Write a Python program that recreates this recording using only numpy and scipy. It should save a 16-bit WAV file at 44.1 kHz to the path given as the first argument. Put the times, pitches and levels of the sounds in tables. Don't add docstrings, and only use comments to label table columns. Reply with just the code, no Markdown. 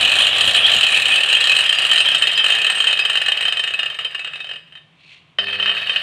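import sys
import numpy as np
from scipy import signal
from scipy.fft import rfft, irfft
from scipy.io import wavfile
from scipy.ndimage import uniform_filter1d, minimum_filter1d

SR = 44100
rng = np.random.default_rng(int(sys.argv[2]) if len(sys.argv) > 2 else 0)


def dump_mix(stems):
    frames = np.atleast_2d(stems).T
    limited = np.clip(frames, -1, 1)
    pcm = np.round(limited * 32767).astype(np.int16)
    wavfile.write(sys.argv[1], SR, pcm)


N = 265480
TIME = np.arange(N) / SR
RESTART_S, MAINS_PULSE_HZ = 5.385, 100
FREE_FLIGHT_S, SETTLING_S = .018, .016


def undb(db):
    return 10 ** (np.asarray(db) / 20)


def unit(x):
    return x / np.sqrt(np.mean(x ** 2))


def walk(rate_hz):
    hold = int(SR / rate_hz)
    steps = np.repeat(rng.standard_normal(N // hold + 1), hold)
    return unit(uniform_filter1d(uniform_filter1d(steps, hold), hold)[:N])


def colour(x, points, size=4096):
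    hz, db = np.transpose(points)
    gain = unit(undb(np.interp(np.log(np.fft.rfftfreq(size, 1 / SR) + 1), np.log(hz), db)))
    cepstrum = irfft(np.log(gain))
    cepstrum[1:size // 2] *= 2
    cepstrum[size // 2 + 1:] = 0
    return signal.fftconvolve(x, irfft(np.exp(rfft(cepstrum))))[:N]


# t/s, f/Hz
SPEED = [(0, 102), (.7, 94.5), (1.1, 83), (1.5, 69.5), (1.95, 60), (2.7, 40.5), (3.3, 27), (4, 13),
         (4.56, 6), (4.62, 1.5), (4.77, 3), (4.82, 0), (5.38, -1), (5.42, 7), (5.7, 15), (6.02, 32.5)]

def armature():
    speed_hz = np.maximum(np.interp(TIME, *np.transpose(SPEED)), 0)
    return speed_hz, speed_hz / speed_hz.max()


def force_db(speed_hz, knee_hz=41.7):
    return 20 * np.log10(speed_hz / np.hypot(speed_hz, knee_hz) + 1e-4)


def contacts(rate_hz, scatter_db, length_s):
    clicks = (rng.random(N) < rate_hz / SR) * undb(scatter_db * np.clip(rng.standard_normal(N), -2, 2))
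    power = signal.lfilter([1], [1, -np.exp(-2 / (length_s * SR))], clicks ** 2)
    return unit(np.sqrt(power) * rng.standard_normal(N))


def coasting_chatter(speed_hz, case_db=-26, blade_db=-20.5):
    force = contacts(rate_hz=200 + 6 * speed_hz, scatter_db=3.5, length_s=.0034)
    force = force / np.sqrt(uniform_filter1d(force ** 2, size=8000)) * (TIME < RESTART_S)
    tooth_db = force_db(speed_hz)
    return force * undb([case_db + 1.23 * tooth_db, blade_db + 2.6 * tooth_db])


# t/s, relative level/dB, f/Hz where the blade rings most
KNOCKS = [(0.0752, -10, 2920), (0.186, -0.5, 3140), (0.2674, 3, 2970), (0.5092, -6.5, 3110),
          (0.6645, -4, 2940), (0.9442, -2, 3130), (1.055, 2, 3090), (1.1813, -13, 2900), (1.2336, -5, 3030),
          (1.495, -1, 2590), (1.517, -1, 2650), (1.6927, -2, 3110), (1.9137, 2.5, 3070),
          (1.9764, 2.5, 3050), (2.0021, 2, 2760), (2.146, 2.5, 2960), (2.2212, 1, 3120), (2.2708, 2, 2850),
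          (2.3761, -5, 2610), (2.442, -2.5, 3060), (2.4621, -3, 2850), (2.55, -7, 3100), (2.802, -3, 3110),
          (2.8697, 3, 3060), (2.9905, -1.5, 2570), (3.051, -5, 3070), (3.1301, -12, 3130),
          (3.1721, -6, 3120), (3.2829, -2.5, 2880), (3.3182, -5.5, 3130), (3.3712, -8.5, 3090),
          (3.4078, -6.5, 2870), (3.452, -7, 3070), (3.4805, -6.5, 3140), (3.5702, -12, 3120),
          (3.6372, -8, 2870), (3.6742, -9.5, 2860), (3.737, -9.5, 2580), (3.7909, -7.5, 2830),
          (3.858, -10.5, 2860), (3.9, -16, 3120), (3.988, -11, 2830), (4.0468, -10.5, 3120),
          (4.1466, -12.5, 2860), (4.1928, -17, 2580), (4.2449, -15, 2840), (4.356, -19, 2850),
          (4.4023, -19, 2580), (4.4675, -25, 3098), (4.5118, -18.5, 2850), (4.5344, -23.5, 2850),
          (4.5578, -23, 3180), (4.7229, -35, 3144), (4.753, -29.5, 3110), (4.773, -35, 3110),
          (5.3856, -6.5, 3090), (5.468, -17.5, 2590), (5.5268, -14.5, 3110), (5.598, -10, 3120),
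          (5.625, -8.5, 3080), (5.658, -5.5, 2850), (5.677, -8.5, 3120), (5.6924, -8.5, 3110),
          (5.7656, -11.5, 2580), (5.8705, -13, 2860), (5.96, -5.5, 3080)]
# start/s, end/s
IN_MESH = [(.29, .36), (.565, .66)]

def knocks(speed_hz, base_rate_hz=20, per_turn=.36, rattle_db=-3.5, scatter_db=5):
    heavy = np.array(KNOCKS)
    count = np.cumsum(base_rate_hz + per_turn * speed_hz) / SR
    jitter, size, tuning = rng.standard_normal((int(count[-1]) - 1, 3)).T
    times = np.interp(np.arange(len(jitter)) + .5 + .2 * jitter, count, TIME)
    tooth_db = force_db(np.interp(times, TIME, speed_hz))
    level_db = rattle_db + 1.49 * tooth_db + scatter_db * np.clip(size, -2, 1)
    ring_hz = heavy[:, 2].mean() + heavy[:, 2].std() * tuning
    gaps = IN_MESH + [(s - FREE_FLIGHT_S, s + SETTLING_S) for s in heavy[:, 0]]
    free = ~np.any([(times > start) & (times < end) for start, end in gaps], axis=0)
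    rows = np.vstack([heavy, np.column_stack([times, level_db, ring_hz])[free]])
    return rows[np.argsort(rows[:, 0])].T


def blows(times, levels_db, length_s, bounce_s, bounce_db, rise_s):
    power = np.zeros(N + SR)
    delays_s = np.cumsum(bounce_s * rng.uniform(.5, 2.3, (len(times), 2)), axis=1)
    power[(times * SR).astype(int)] += undb(levels_db) ** 2
    for k in range(2):
        power[((times + delays_s[:, k]) * SR).astype(int)] += undb(levels_db + (k + 2.5) * bounce_db) ** 2
    power = signal.lfilter([1], [1, -np.exp(-2 / (length_s * SR))], power[:N] + 1e-18)
    power = signal.lfilter([1 / (rise_s * SR)], [1, -np.exp(-1 / (rise_s * SR))], power)
    return np.sqrt(power) * rng.standard_normal(N)


def tooth_ticks(times, knock_db, speed_hz, floor_hz=3.5, loaded_db=-10):
    sharp_db = 1.02 * force_db(np.maximum(speed_hz, floor_hz))
    sharp_db += loaded_db * (TIME > RESTART_S + SETTLING_S)
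    tick_db = -19 + .65 * knock_db + np.interp(times, TIME, sharp_db)
    return blows(times, tick_db, length_s=.0064, bounce_s=.0036, bounce_db=-6.5, rise_s=.00047)


# f/Hz, level/dB
CASE_COLOUR = [(150, -53), (300, -18), (480, -8), (720, -5.5), (920, -14.5), (1300, -0.5), (1470, -5),
               (1820, 8.5), (2100, -5.5), (2900, 7.5), (3450, -4), (4050, -14), (4600, -17.5), (6500, -45)]
# f/Hz, level/dB
TICK_COLOUR = [(2500, -19.5), (4000, 25.5), (5000, 0), (6000, -1.5), (7600, 10), (8800, 5), (9800, -13),
               (11000, -17), (12000, -18.5), (13600, -3.5), (16000, -17.5)]

def gear_case(thump, tick):
    return colour(thump, CASE_COLOUR) + undb(3.5) * colour(tick, TICK_COLOUR)


def ring(force, modes, pace, stiffen, waver, patchy_db=4):
    out = 0
    for hz, t60_s, db in modes:
        loss = np.log(1000) / (t60_s * SR)
        pitch_hz = hz * (1 + stiffen * pace ** 2 + waver * (.04 + pace) * walk(420))
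        carrier = np.exp(2j * np.pi * np.cumsum(pitch_hz) / SR)
        share = unit(undb(patchy_db * walk(25.415)))
        drive = force * share * carrier.conj() + 1e-18
        swing = signal.lfilter([2 * np.sqrt(loss)], [1, -np.exp(-loss)], drive)
        out += undb(db) * (swing * carrier).imag
    return out


# f/Hz, t60/s, relative level/dB
BLADE_MODES = [(2582, 0.21, -1.5), (2860, 0.15, -3), (3092, 0.11, 2)]

def struck_blade(times, knock_db, ring_hz, speed_hz, pace, spread_hz=173, twin_db=-8, build_s=.0016):
    latest = np.maximum(np.searchsorted(times, TIME, side="right") - 1, 0)
    age_s = TIME - times[latest]
    choke = 1 + 1.6 * pace ** 2
    build = np.exp(-1 / (build_s * SR))
    out = 0
    for hz, t60_s, db in BLADE_MODES:
        off_pitch = 1 - np.exp(-((hz - ring_hz) / spread_hz) ** 2)
        strike_db = knock_db - 7.5 - 10 * off_pitch
        detune, side, phase = rng.standard_normal((len(times), 3))[latest].T
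        pitch_hz = hz * (1 + .002947 * detune + .01254 * pace * walk(120))
        twin = undb(twin_db) * np.exp(2j * np.pi * .86 * speed_hz * age_s * np.sign(side))
        decay = undb(strike_db[latest] + db - 60 * choke * abs(age_s) / t60_s) * (age_s >= 0)
        flutter = undb(3.5 * pace * walk(300))
        swing = decay * (1 + twin) * flutter * np.exp(2j * np.pi * phase)
        swing = signal.lfilter([1 - build], [1, -build], swing)
        out += np.sqrt(2) * np.real(swing * np.exp(2j * np.pi * np.cumsum(pitch_hz) / SR))
    return out


# f/Hz, t60/s, relative level/dB
OVERTONES = [(1970, 0.42, -32), (3500, 0.032, -26), (3750, 0.063, -14.5), (3710, 0.098, -11.5),
             (3660, .1, -8), (4960, 0.25, -30.5), (4900, 0.35, -21), (5270, .12, -27)]
# f/Hz, t60/s, relative level/dB
GLINTS = [(6700, 0.11, -8.5), (6950, 0.074, -27), (7770, .035, -15.5), (7460, 0.056, -12.5),
          (8650, 0.059, -10), (8323, 0.12, -1.5), (8840, 0.14, -7.5), (10140, .06, -15)]

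def driven_blade(thump, tick, chatter, pace):
    overtones = undb(-4.5) * ring(thump, OVERTONES, pace, stiffen=.03, waver=.035)
    glints = undb(-8) * ring(tick, GLINTS, pace, stiffen=.057, waver=.0345)
    singing = ring(chatter, BLADE_MODES, pace, stiffen=.0058, waver=.044)
    return overtones + glints + singing


def gears(speed_hz, pace, blade_cut_hz=195):
    times, knock_db, ring_hz = knocks(speed_hz)
    case_chatter, blade_chatter = coasting_chatter(speed_hz) + restart_jerks()
    thump_db = knock_db - 5.5 - 12 * np.interp(times, TIME, pace)
    thump = blows(times, thump_db, length_s=.0051, bounce_s=.007, bounce_db=-4, rise_s=.0008)
    thump += case_chatter
    tick = tooth_ticks(times, knock_db, speed_hz)
    tick += case_chatter * undb(-27 + 15 * pace)
    steel = driven_blade(thump, tick, blade_chatter, pace)
    steel += undb(-1) * struck_blade(times, knock_db, ring_hz, speed_hz, pace)
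    radiation = signal.butter(2, blade_cut_hz, "high", fs=SR, output="sos")
    return gear_case(thump, tick) + signal.sosfilt(radiation, steel)


# multiple of armature speed, level/dB
UNBALANCE = [(1, -48.5), (2, -55), (3, -53)]
# f/Hz, level/dB
RASP_COLOUR = [(250, -22.5), (480, 1), (720, 8.5), (950, -5.5), (1200, 4), (2000, -26), (3300, 13),
               (4100, 5.5), (4800, -25.5), (6200, -12), (9000, -28.5), (12000, -36.5)]

def rotor(speed_hz, pace, whine_order=75, peak_hz=4750, width_hz=230, rasp_db=-25):
    angle = 2 * np.pi * np.cumsum(speed_hz * (1 + .004 * walk(150))) / SR
    drone = sum(undb(db + 1.5 * walk(4.9)) * np.sin(k * angle) for k, db in UNBALANCE)
    resonance = undb(-41.5) / (1 + ((whine_order * speed_hz - peak_hz) / width_hz) ** 2)
    whine = resonance * pace / pace.mean() * undb(2 * walk(120)) * np.sin(whine_order * angle)
    once_a_turn = 1 + .6 * np.sin(angle)
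    rasp = undb(rasp_db + walk(30)) * once_a_turn * colour(rng.standard_normal(N), RASP_COLOUR)
    return pace ** 3 * drone + whine + pace ** 5 * rasp


# f/Hz, level/dB
DRAUGHT_COLOUR = [(20, -31.5), (55, -20), (100, 5), (170, 1.5), (260, -10.5), (700, -23)]
# f/Hz, level/dB
WIND_COLOUR = [(20, -12), (50, 0.5), (80, 3), (170, 1.5), (280, -2), (700, -24)]
# t/s, half length/s, boost/dB
FLURRIES = [(.04, 0.043, 6), (.47, .02, 18), (.77, .03, 13.5), (1.53, .04, 10)]

def stirred_air(speed_hz, pace, draught_db=-51.5, wind_db=-47.5):
    flutter = undb(draught_db + .99 * force_db(speed_hz) + 1.6 * walk(17))
    draught = flutter * colour(rng.standard_normal(N), DRAUGHT_COLOUR)
    flurry_db = sum(db * np.exp(-((TIME - s) / half_s) ** 2) for s, half_s, db in FLURRIES)
    wind = pace ** 4.5 * undb(wind_db + flurry_db) * colour(rng.standard_normal(N), WIND_COLOUR)
    return draught + wind


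# f/Hz, level/dB
ROOM_COLOUR = [(30, -22), (90, -4), (120, -5), (160, 6), (210, -8.5), (280, -11), (380, -11.5), (500, -16),
               (700, -10.5), (880, -16), (1050, -10), (1400, -17), (3200, -10.5), (5000, -31.5),
               (9000, -37), (14000, -59)]

def room_tone(level_db=-56):
    return undb(level_db + .46 * walk(6)) * colour(rng.standard_normal(N), ROOM_COLOUR)


def workshop(x, t60_s=.47, wet_db=-13, dull_hz=5000):
    t = TIME[:SR // 2]
    tail = rng.standard_normal(len(t)) * undb(-60 * t / t60_s) * (t > .004)
    tail = signal.sosfilt(signal.butter(1, dull_hz, fs=SR, output="sos"), tail)
    return x + undb(wet_db) * signal.fftconvolve(x, tail / np.linalg.norm(tail))[:N]


# t/s, level/dB
PINGS = [(2.357, -29), (2.99, -30.5), (5.385, -39.5)]

def blade_pings(low_hz=4930, high_hz=5060, t60_s=.23):
    out = 0
    for s, db in PINGS:
        age_s = np.maximum(TIME - s, 0)
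        pair = np.sin(2 * np.pi * low_hz * age_s) + .32 * np.sin(2 * np.pi * high_hz * age_s)
        out += undb(db - 60 * age_s / t60_s) * pair
    return out


# t/s, relative level/dB
SWISH_SWELL = [(4.95, -68.5), (5, -52), (5.14, -41), (5.22, -57), (5.34, -73)]
# f/Hz, level/dB
SWISH_COLOUR = [(1000, -24), (1700, -13), (2100, -2.5), (2700, 5.5), (3100, -1.5), (4300, -5),
                (4800, -17.5), (9000, -30), (14000, -58)]

def swish(trim_db=-2):
    swell_db = np.interp(TIME, *np.transpose(SWISH_SWELL), left=-120, right=-120)
    swell = uniform_filter1d(undb(swell_db + trim_db), size=400)
    return swell * colour(contacts(rate_hz=1500, scatter_db=1, length_s=.0012), SWISH_COLOUR)


def restart_jerks(case_db=-32, blade_db=-34):
    jerks = unit(2.1 + np.exp(-(MAINS_PULSE_HZ * TIME % 1) / .3)) * (TIME > RESTART_S)
    force = jerks * contacts(rate_hz=330, scatter_db=2.5, length_s=.0026)
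    return np.outer(undb([case_db, blade_db]), force)


# multiple of mains pulse rate, relative level/dB
HUM = [(1, -3), (2, -3), (3, -12), (4, -0.5), (5, -5), (7, -7)]

def winding_hum(level_db=-44.5, hold_s=.31, fade_db_per_s=55):
    cycles = MAINS_PULSE_HZ * TIME
    hum = sum(undb(db + 1.5 * walk(14)) * np.sin(2 * np.pi * (k * cycles + rng.random()))
              for k, db in HUM)
    age_s = TIME - RESTART_S
    envelope = (age_s > 0) * undb(level_db - fade_db_per_s * np.maximum(age_s - hold_s, 0))
    return uniform_filter1d(envelope, size=400) * hum


# f/Hz, level/dB
SNAP_COLOUR = [(2500, -34), (3700, -2), (4400, 8), (4900, -15), (5800, -40)]

def current_snaps(level_db=-42, length_s=.0016, scatter_db=4):
    cycles = MAINS_PULSE_HZ * TIME
    sizes = undb(scatter_db * np.clip(rng.standard_normal(int(cycles[-1]) + 1), -2, 2))
    age_s = (cycles % 1) / MAINS_PULSE_HZ
    bursts = unit(sizes[cycles.astype(int)] * np.exp(-age_s / length_s) * rng.standard_normal(N))
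    return undb(level_db) * colour(bursts * (TIME > RESTART_S), SNAP_COLOUR)


def scene():
    speed_hz, pace = armature()
    grinder = gears(speed_hz, pace) + blade_pings() + winding_hum() + current_snaps()
    grinder += rotor(speed_hz, pace) + stirred_air(speed_hz, pace)
    return (room_tone() + workshop(grinder + swish()))[None]


def record(dry, ceiling=.85, bass_hz=55, top_hz=15500):
    thin = signal.sosfilt(signal.butter(2, bass_hz, "high", fs=SR, output="sos"), dry)
    gain = minimum_filter1d(ceiling / np.maximum(abs(thin), ceiling), size=300)
    limited = thin * uniform_filter1d(gain, size=200)
    return signal.sosfilt(signal.ellip(10, .2, 80, top_hz, fs=SR, output="sos"), limited)


dry = scene()
out = record(dry)
dump_mix(out)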